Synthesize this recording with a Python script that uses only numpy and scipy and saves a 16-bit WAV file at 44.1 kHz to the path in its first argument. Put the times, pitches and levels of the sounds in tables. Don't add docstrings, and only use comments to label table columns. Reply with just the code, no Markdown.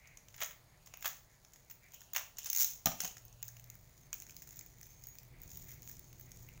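import sys
import numpy as np
from scipy import signal
from scipy.fft import rfft, irfft
from scipy.io import wavfile
from scipy.ndimage import uniform_filter1d

SR = 44100
rng = np.random.default_rng(int(sys.argv[2]) if len(sys.argv) > 2 else 0)


def store_pcm(level_fs):
    pcm = np.round(np.clip(level_fs, -1, 1) * 32767).astype(np.int16)
    wavfile.write(sys.argv[1], SR, np.atleast_2d(pcm).T)


def how_loud(loudness_db):
    steps = np.asarray(loudness_db, float) / 20
    return 10 ** steps


N = 291060
TIME = np.arange(N) / SR

# (time [s], middle level [dB], body [dB], top [dB], decay [ms])
CUTS = [(0.0565, -67, 7, 0, 1.8), (0.0732, -55.5, -17, -3, 4.8), (0.1725, -46, -13, -12, 2.5),
        (.285, -52, -5.5, 0, 1.9), (0.343, -52, -3, -7, 5), (0.364, -57, -5, 11, 1.5),
        (.382, -60.5, 5.5, -1, 11), (0.4047, -48.5, 0, 8, 11), (0.4158, -41, 3.5, 2, 6.9),
        (0.423, -39.5, -1, -14, 7.4), (0.4338, -45, 0, 15, 2.4), (0.445, -41.5, -22, -4, 6.9),
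        (.4603, -47, -8, 7, 3.6), (.5101, -57, 5, 10, 3.4), (0.861, -54, -13, 2, 4.7),
        (0.872, -51.5, -6, -1, 3.9), (.9391, -45.5, -1, -2, 3), (.9727, -58, 1, 16, 1.1),
        (1.0094, -55, -13, 11, .7), (1.0253, -45.5, -1, 6, 3), (1.0459, -47.5, 7.5, 8, 7.5),
        (1.0571, -38, 2, 6.5, 8.4), (1.0706, -45.5, -16, 1, 6.2), (1.078, -42, -27, 16, 0.78),
        (1.449, -53.5, -7, -4, 2.4), (1.5351, -52, -13, -18.5, 4.6), (1.56, -56, -7, -1, 4.1),
        (1.6992, -53, -8, 5, 8.1), (1.711, -51, -6, 9, 3.6), (1.921, -53, -19, 1, .9),
        (1.937, -53, -4.5, 4, 1.1), (1.9426, -49.5, -14, 5, 5.8), (2.007, -51, -12, -1, 1.7),
        (2.0168, -53.5, -1.5, 5, 3.3), (2.1346, -40, -12, 8.5, 2.4), (2.1488, -44.5, 2, 7, 10),
        (2.163, -29, -1, 2, 2), (2.1694, -34, -3, 5.5, 2.3), (2.1805, -37.5, -6.5, 0, 4.5),
        (2.1949, -48, 2, 11, 2.6), (2.2098, -56.5, 9.5, -2, 5.5), (2.3708, -47, -17, -11, 2.9),
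        (2.385, -38.5, -14.5, 1.5, 6.5), (2.4448, -43, -14, 5, 3.2), (2.459, -38.5, -12, 2.5, 10),
        (2.471, -45, -10.5, -15, 5.6)]


def tape_cuts():
    decays_ms = [row[-1] for row in CUTS]
    rows = varied(CUTS, decays_ms, body_hz=2060, ms_spread=0, hz_spread=0.071)
    return bursts(rows, rise_ms=0.92, sharpness=0.76)


# (time [s], nominal middle level [dB])
NOTCHES = [(2.5008, -29), (2.531, -30), (2.5497, -32), (2.5625, -29), (2.5735, -29.5), (2.584, -31),
           (2.5918, -31), (2.599, -30), (2.608, -25.5), (2.616, -26), (2.6228, -28), (2.631, -28),
           (2.646, -28.5)]


def blade_slider():
    body_db, top_db = -18.5, 5
    notches = [(s, db, body_db, top_db) for s, db in NOTCHES]
    rows = varied(notches, ms=2.24, body_hz=2270, ms_spread=0.15, hz_spread=0.062)
    return bursts(rows, rise_ms=1.1, sharpness=1.0)


# (time [s], nominal level [dB], body [dB], top [dB], thud [dB])
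DROPS = [(2.8588, -24, -9, 6, -1.5), (2.8701, -33, 2, 1, 9), (2.9182, -45, 2, -3, -18),
         (2.925, -48, -20, -6, -21), (3.0045, -29, -12, -2, -23), (3.0158, -41.5, -8, 9, -21),
         (3.031, -50, -2, -13, -7), (3.0363, -38.5, -17, -1, -1.5), (3.0471, -36, -8.5, 2, -9),
         (3.053, -40, -4, 5, -23), (3.064, -43, -12, -11, -15), (3.077, -39.5, -23, 1, -26),
         (3.1117, -52, -5, -8, -28)]


def knife_drop():
    rows = varied(DROPS, ms=3.3, body_hz=1200, ms_spread=0.17, hz_spread=0.11)
    return bursts(rows, rise_ms=1.0, sharpness=0.2) + cardboard()


# (frequency [Hz], relative level [dB], T60 [s])
CARDBOARD = [(71.8, -10, 0.19), (123, -31, 0.044), (163, 6, 0.099), (196, 2, 0.066), (252, 0.5, 0.08),
             (309, -8, 0.027), (420, -10, 0.022), (520, -18, 0.02), (640, -3, 0.024), (742, 17.5, 0.022),
             (815, 8.5, 0.027), (969, 3, 0.025), (1230, 6, 0.045)]


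def cardboard(push_ms=0.71):
    t = TIME[:SR // 4]
    out = np.zeros(N)
    mix = rng.standard_normal((len(DROPS), len(CARDBOARD)))
    for (s, db, *_, thud_db), shifts in zip(DROPS, mix):
        ring = np.zeros(len(t))
        for (hz, mode_db, t60_s), shift in zip(CARDBOARD, shifts):
            decay = how_loud(mode_db + 1.6 * shift - 60 * t / t60_s)
            ring += decay * np.sin(2 * np.pi * hz * (1 + 0.048 * shift) * t)
        ring *= 1 - np.exp(-t * 1000 / push_ms)
        start = int(s * SR)
        out[start:start + len(t)] += how_loud(db + thud_db) * ring / np.abs(ring).max()
    return out


# (time [s], nominal middle level [dB], body [dB], top [dB])
SNAPS = [(3.169, -42.5, -4.5, -4), (3.1811, -45, -16, -4), (3.2518, -63.5, -8, 21.5),
         (3.2817, -52, -25, -1), (3.3276, -50, -22, -12), (3.4206, -56, -25, -7), (3.4279, -33.5, -12, 5.5),
         (3.4529, -56, -20, 9), (3.4808, -40.5, -19, 5.5), (3.4878, -42.5, -13, -9), (3.5673, -49.5, -4, 1),
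         (3.5964, -49.5, -5, 5), (3.6418, -51.5, -17, 4), (3.7007, -41.5, -14.5, 2.5),
         (3.7535, -57, -2, 13), (3.9779, -55.5, -27, -6), (4.1297, -29.5, -11, -4), (4.1347, -49, 4, 8),
         (4.142, -44, -27, 13), (4.2013, -41, -23, -1), (4.221, -42, -8.5, 4), (4.2668, -48, -9.5, -7),
         (4.2949, -48, -1.5, 2), (4.3076, -44, -25, -13), (4.3662, -40.5, -17, 2), (4.4208, -43, -10.5, 4),
         (4.491, -47, -15, -2), (4.5084, -46, -20, -4), (4.559, -51, -20, 9), (4.5691, -48, -16, 7),
         (4.5917, -36.5, -23, -16), (4.6107, -45, -5, 5), (4.6626, -55, -11, 11), (4.8124, -47.5, -7, 5),
         (4.8304, -42.5, -13, -2), (4.8683, -57, -6, 9), (5.0382, -43.5, -21, 1), (5.0702, -48.5, -14, 12),
         (5.087, -55, -11, 11), (5.1532, -55, -6, 7), (5.1856, -43.5, -13.5, 4), (5.2321, -60, -4, 11),
         (5.4178, -53, -15, 13), (5.4341, -57.5, -2, 17), (5.4782, -49, -24, -4), (5.5028, -46.5, -29, -11),
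         (5.5161, -44.5, -15, 2), (5.5716, -45, -14, 10), (5.6902, -46.5, -23, -1), (5.8211, -52, -10, 10),
         (5.8298, -46.5, -15, -7), (5.8752, -45, -10, 1), (5.8959, -43.5, -11, 3), (5.9144, -58, -16, 18),
         (5.9678, -49, -20, 0), (5.9939, -44, -20, 6), (6.1291, -52.5, -4.5, 6), (6.1974, -57, -3, 15),
         (6.2112, -51, -10, 9), (6.3177, -44, -19.5, -2), (6.3718, -49.5, -27, -1), (6.4885, -57, 7, 11),
         (6.5765, -57, 1, -25)]


def wrap_snaps():
    rows = varied(list(SNAPS) + faint_snaps(), ms=1.39, body_hz=2100, ms_spread=0.52, hz_spread=0.18)
    return bursts(rows, rise_ms=0.2, sharpness=3.4)


def faint_snaps(scatter_db=2.0):
    picking_from_s, chances, busy_db = 3.15, 260, -64
    when, luck = rng.random((chances, 2)).T
    s = picking_from_s + when * (TIME[-1] - picking_from_s)
    middle_db, top_db = (c[(s * SR).astype(int)] for c in curve(CRACKLE))
    size, body, top = scatter_db * rng.standard_normal((chances, 3)).T
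    db = middle_db + 9.5 + size
    rows = np.transpose([s, db, -11.5 + 2 * body, top_db + 10 + top - db])
    return list(rows[luck < how_loud((top_db - busy_db) / 2)])


# (time [s], middle level [dB], top level [dB])
CRACKLE = [(0, -72.5, -72), (.27, -87, -82), (.41, -59.5, -60), (.58, -82, -86), (.99, -77, -74),
           (1.06, -49, -74), (1.22, -75, -76), (1.76, -78, -76), (1.97, -72.5, -70), (2.33, -77, -85),
           (2.44, -55, -59), (2.54, -57.5, -61), (2.6, -50, -43), (2.7, -54, -49), (2.84, -73, -85),
           (3.04, -57.5, -54), (3.18, -82, -75), (4.08, -73.5, -72), (4.49, -67, -62.5), (4.74, -73, -74),
           (4.83, -70.5, -67), (5.38, -78.5, -73), (5.44, -66.5, -63.5), (5.73, -64, -55.5),
           (5.78, -78, -75.5), (5.89, -62.5, -56), (5.97, -72.5, -71), (6.47, -72, -68), (6.6, -77, -79)]


def crackle(per_second=600, scatter_db=4.0, tilt_db=3.0, body_db=-12):
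    middle_db, top_db = curve(CRACKLE)
    struck = rng.random(N) < per_second * how_loud(3.5 * walk(30)) / SR
    size, tilt = rng.standard_normal((2, N))
    slips = rng.standard_normal(N)
    sizzle = how_loud(-8 + 3 * walk(25))
    tick_decay = np.exp(-TIME[:200] / .0005)
    pushes = []
    for lean, db in (0.16, middle_db + body_db), (0.95, middle_db), (0.62, top_db):
        strikes = struck * how_loud(scatter_db * size + lean * tilt_db * tilt)
        ticks = through(strikes, tick_decay)
        ticks = ticks / np.sqrt(np.mean(ticks ** 2))
        pushes.append(how_loud(db) * (ticks + sizzle) * slips)
    pushes[0] = resonance(pushes[0], 3600, 1.0)
    return sum(through(push, colour) for push, colour in zip(pushes, registers()))


# (start [s], length [s], level [dB], centre [Hz])
RUBS = [(0, .14, -67, 2150), (0.392, .08, -65, 2020), (0.922, 0.055, -71, 2600), (1.04, .08, -67, 1950),
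        (1.831, 0.079, -72, 2150), (1.937, 0.038, -70, 2900), (2.391, 0.097, -61.5, 2950),
        (2.53, 0.12, -61.5, 2250), (3.01, .07, -60, 2800), (3.621, 0.16, -78.5, 2060),
        (4.399, 0.248, -78, 2050), (4.951, .18, -75.5, 2150), (5.35, .1, -72.5, 2200),
        (5.68, 0.083, -69.5, 2100), (6.44, .09, -72.5, 2150)]


def rub():
    rest_db, rise_db_per_s, fall_db_per_s, width_hz = -79.5, 400, 170, 600
    s, length_s, peak_db, centre_hz = np.transpose(RUBS)
    early_s = np.maximum(s[:, None] - TIME, 0)
    late_s = np.maximum(TIME - (s + length_s)[:, None], 0)
    puffs_db = peak_db[:, None] - rise_db_per_s * early_s - fall_db_per_s * late_s
    db = np.maximum(puffs_db.max(axis=0), rest_db)
    hz = centre_hz[puffs_db.argmax(axis=0)]
    slow = signal.lfilter(*signal.butter(2, width_hz / 2, fs=SR), rng.standard_normal((2, N)))
    phase = 2 * np.pi * np.cumsum(hz) / SR
    band = slow[0] * np.cos(phase) + slow[1] * np.sin(phase)
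    return how_loud(db + 3.1 * walk(30)) * band / band.std()


def room(x):
    t60_s, top_t60_s, build_s, tail_db = 0.37, 0.33, .007, -7.5
    t = TIME[:int(.6 * SR)]
    low = signal.lfilter(*signal.butter(1, 3000, fs=SR), rng.standard_normal(len(t)))
    high = signal.lfilter(*signal.butter(1, 3000, "high", fs=SR), rng.standard_normal(len(t)))
    tail = low * how_loud(-60 * t / t60_s) + high * how_loud(-60 * t / top_t60_s)
    tail *= 1 - np.exp(-(t / build_s) ** 2)
    return through(x, how_loud(tail_db) * tail / np.sqrt(np.sum(tail ** 2)))


# (frequency [Hz], relative density [dB per Hz])
HUSH = [(180, -20), (300, -5), (354, 1), (447, 0), (528, -7), (593, -0.5), (1900, -13), (2520, -17.5),
        (4590, -10.5), (6000, -17.5), (6740, -17.5), (10200, -17), (16000, -16.5)]


def hush():
    noise = through(rng.standard_normal(N), response(HUSH, lo_hz=450))
    return how_loud(-70.5 + .8 * walk(3)) * noise


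# (frequency [Hz], relative density [dB per Hz])
RUMBLE_COLOUR = [(12, -29.5), (20, -5.5), (38, -0.5), (81, -6), (118, -2), (161, -6.5), (200, -13.5),
                 (325, -17.5), (387, -16), (414, -37.5), (500, -17), (650, -70), (1100, -120)]
# (time [s], deep level [dB], upper level [dB])
RUMBLE = [(0, -65.5, -82), (1.03, -69, -80.5), (2.95, -66.5, -78.5), (3.6, -63.5, -81.5), (4.2, -64, -74),
          (5.11, -63.5, -76.5), (5.57, -57.5, -70), (6.09, -61.5, -71.5), (6.6, -57.5, -70.5)]


def traffic():
    deep_db, upper_db = curve(RUMBLE)
    deep = through(rng.standard_normal(N), response(RUMBLE_COLOUR, hi_hz=195, size=16384))
    upper = through(rng.standard_normal(N), response(RUMBLE_COLOUR, 204, 568, size=16384))
    return how_loud(0.82 * walk(5.8)) * (how_loud(deep_db) * deep + how_loud(upper_db) * upper)


# (time [s], frequency [Hz], level [dB])
DRONE = [(3.1, 115.3, -70), (3.65, 117.3, -62.5), (4.42, 124, -90), (4.54, 115.8, -82), (5.05, 119.6, -68),
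         (6.17, 121.2, -64), (6.37, 117.7, -59.5), (6.6, 120.5, -64)]


def engine():
    return tone(DRONE, flicker_db=2.3, flicker_rate_hz=15, fade_s=0.11)


# (start [s], end [s], first frequency [Hz], last frequency [Hz], level [dB])
WHISTLE = [(.66, .85, 6600, 6800, -83.5), (3.21, 3.25, 5730, 5610, -87), (3.25, 3.4, 6350, 6780, -74),
           (4.02, 4.098, 6380, 6340, -75), (4.82, 5.191, 6180, 6830, -73), (5.7, 5.817, 6440, 6890, -77.5),
           (6.0, 6.36, 6350, 6540, -75), (6.33, 6.5, 5700, 5660, -82)]


def whistles():
    out = np.zeros(N)
    for s, end_s, hz, end_hz, db in WHISTLE:
        glide = [(s, hz, db), (end_s, end_hz, db)]
        out += tone(glide, flicker_db=4.3, flicker_rate_hz=40, fade_s=0.012)
    return out


def tone(rows, flicker_db, flicker_rate_hz, fade_s):
    hz, db = curve(rows)
    on = 1. * (TIME > rows[0][0]) * (TIME < rows[-1][0] + fade_s)
    sounding = uniform_filter1d(on, size=int(fade_s * SR))
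    level = np.sqrt(2) * how_loud(db + flicker_db * walk(flicker_rate_hz))
    return level * sounding * np.sin(2 * np.pi * np.cumsum(hz) / SR)


def varied(rows, ms, body_hz, ms_spread, hz_spread):
    chance = rng.standard_normal((len(rows), 2))
    out = []
    for (s, db, body_db, top_db, *_), own_ms, c in zip(rows, np.broadcast_to(ms, len(rows)), chance):
        stretch = ms_spread * c[0]
        own_db = db - 10 / np.log(10) * stretch
        own_hz = body_hz * np.exp(hz_spread * c[1])
        out.append((s, own_db, body_db, top_db, own_ms * np.exp(stretch), own_hz))
    return out


def bursts(rows, rise_ms, sharpness):
    out, slips, colours = np.zeros(N), rng.standard_normal(N), registers()
    for s, db, body_db, top_db, decay_ms, body_hz in rows:
        near = slice(max(int(s * SR) - 300, 0), int(s * SR) + 1200)
        t_ms = (TIME[near] - s) * 1000
        rise = np.exp(-(t_ms / rise_ms) ** 2)
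        decay = np.exp(-np.abs(t_ms) / max(decay_ms, .1))
        shape = np.where(t_ms < 0, rise, decay)
        burst = shape * slips[near]
        pushes = resonance(burst, body_hz, sharpness), burst, burst
        for push, colour, part_db in zip(pushes, colours, (body_db, 0, top_db)):
            part = signal.fftconvolve(push, colour)[:len(t_ms)]
            even = np.sqrt(np.sum(shape ** 2) / np.sum(part ** 2))
            out[near] += how_loud(db + part_db) * part * even
    return out


BODY_TOP_HZ, MIDDLE_LOW_HZ, MIDDLE_TOP_HZ = 4000, 3500, 9200
# (frequency [Hz], relative density [dB per Hz])
COLOUR = [(300, -22), (600, -10.5), (1500, -14), (3000, -14), (4500, -16.5), (6000, -4), (6850, 1.5),
          (7500, -10.5), (9040, -20.5), (10900, -7.5), (13300, 1), (14500, 15.5), (15500, 20.5), (16500, 2)]


def registers():
    edges = (0, BODY_TOP_HZ), (MIDDLE_LOW_HZ, MIDDLE_TOP_HZ), (MIDDLE_TOP_HZ, SR)
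    return [response(COLOUR, *edge, size=1024) for edge in edges]


def resonance(x, hz, sharpness):
    b, a = signal.iirpeak(hz, sharpness, fs=SR)
    return signal.lfilter(b, a, x) * np.sqrt(2 * sharpness * BODY_TOP_HZ / (np.pi * hz))


def response(points, lo_hz=0, hi_hz=SR, size=4096):
    hz = np.maximum(np.fft.rfftfreq(size, 1 / SR), 1)
    points_hz, points_db = np.array(points)[:, 0], np.array(points)[:, 1]
    db = np.interp(np.log(hz), np.log(points_hz), points_db)
    db = db - 10 * np.log10((1 + (lo_hz / hz) ** 12) * (1 + (hz / hi_hz) ** 12))
    fold = irfft(db * np.log(10) / 20)
    fold[1:size // 2] *= 2
    fold[size // 2 + 1:] = 0
    h = irfft(np.exp(rfft(fold)))
    return h / np.sqrt(np.sum(h ** 2))


def through(x, h):
    return signal.fftconvolve(x, h)[:N]


def curve(rows):
    s, *columns = np.transpose(rows)
    return [np.interp(TIME, s, c) for c in columns]


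def walk(rate_hz):
    k = int(SR / rate_hz)
    steps = np.repeat(rng.standard_normal(N // k + 1), k)
    return 1.3 * uniform_filter1d(uniform_filter1d(steps, k), k)[:N]


def scene():
    knife_and_rubs = tape_cuts() + blade_slider() + knife_drop() + rub()
    snaps_and_crackle = wrap_snaps() + crackle()
    tail = room(knife_and_rubs + how_loud(-1.5) * snaps_and_crackle)
    background = hush() + traffic() + engine() + whistles()
    return (knife_and_rubs + snaps_and_crackle + tail + background)[None]


def low_pass(x):
    return signal.sosfilt(signal.butter(12, 17140, fs=SR, output="sos"), x)


def record(dry):
    top_cut = signal.cheby2(16, 26, 15950, fs=SR, output="sos")
    mix = signal.sosfilt(top_cut, dry)
    return low_pass(mix)


dry = scene()
out = record(dry)
store_pcm(out)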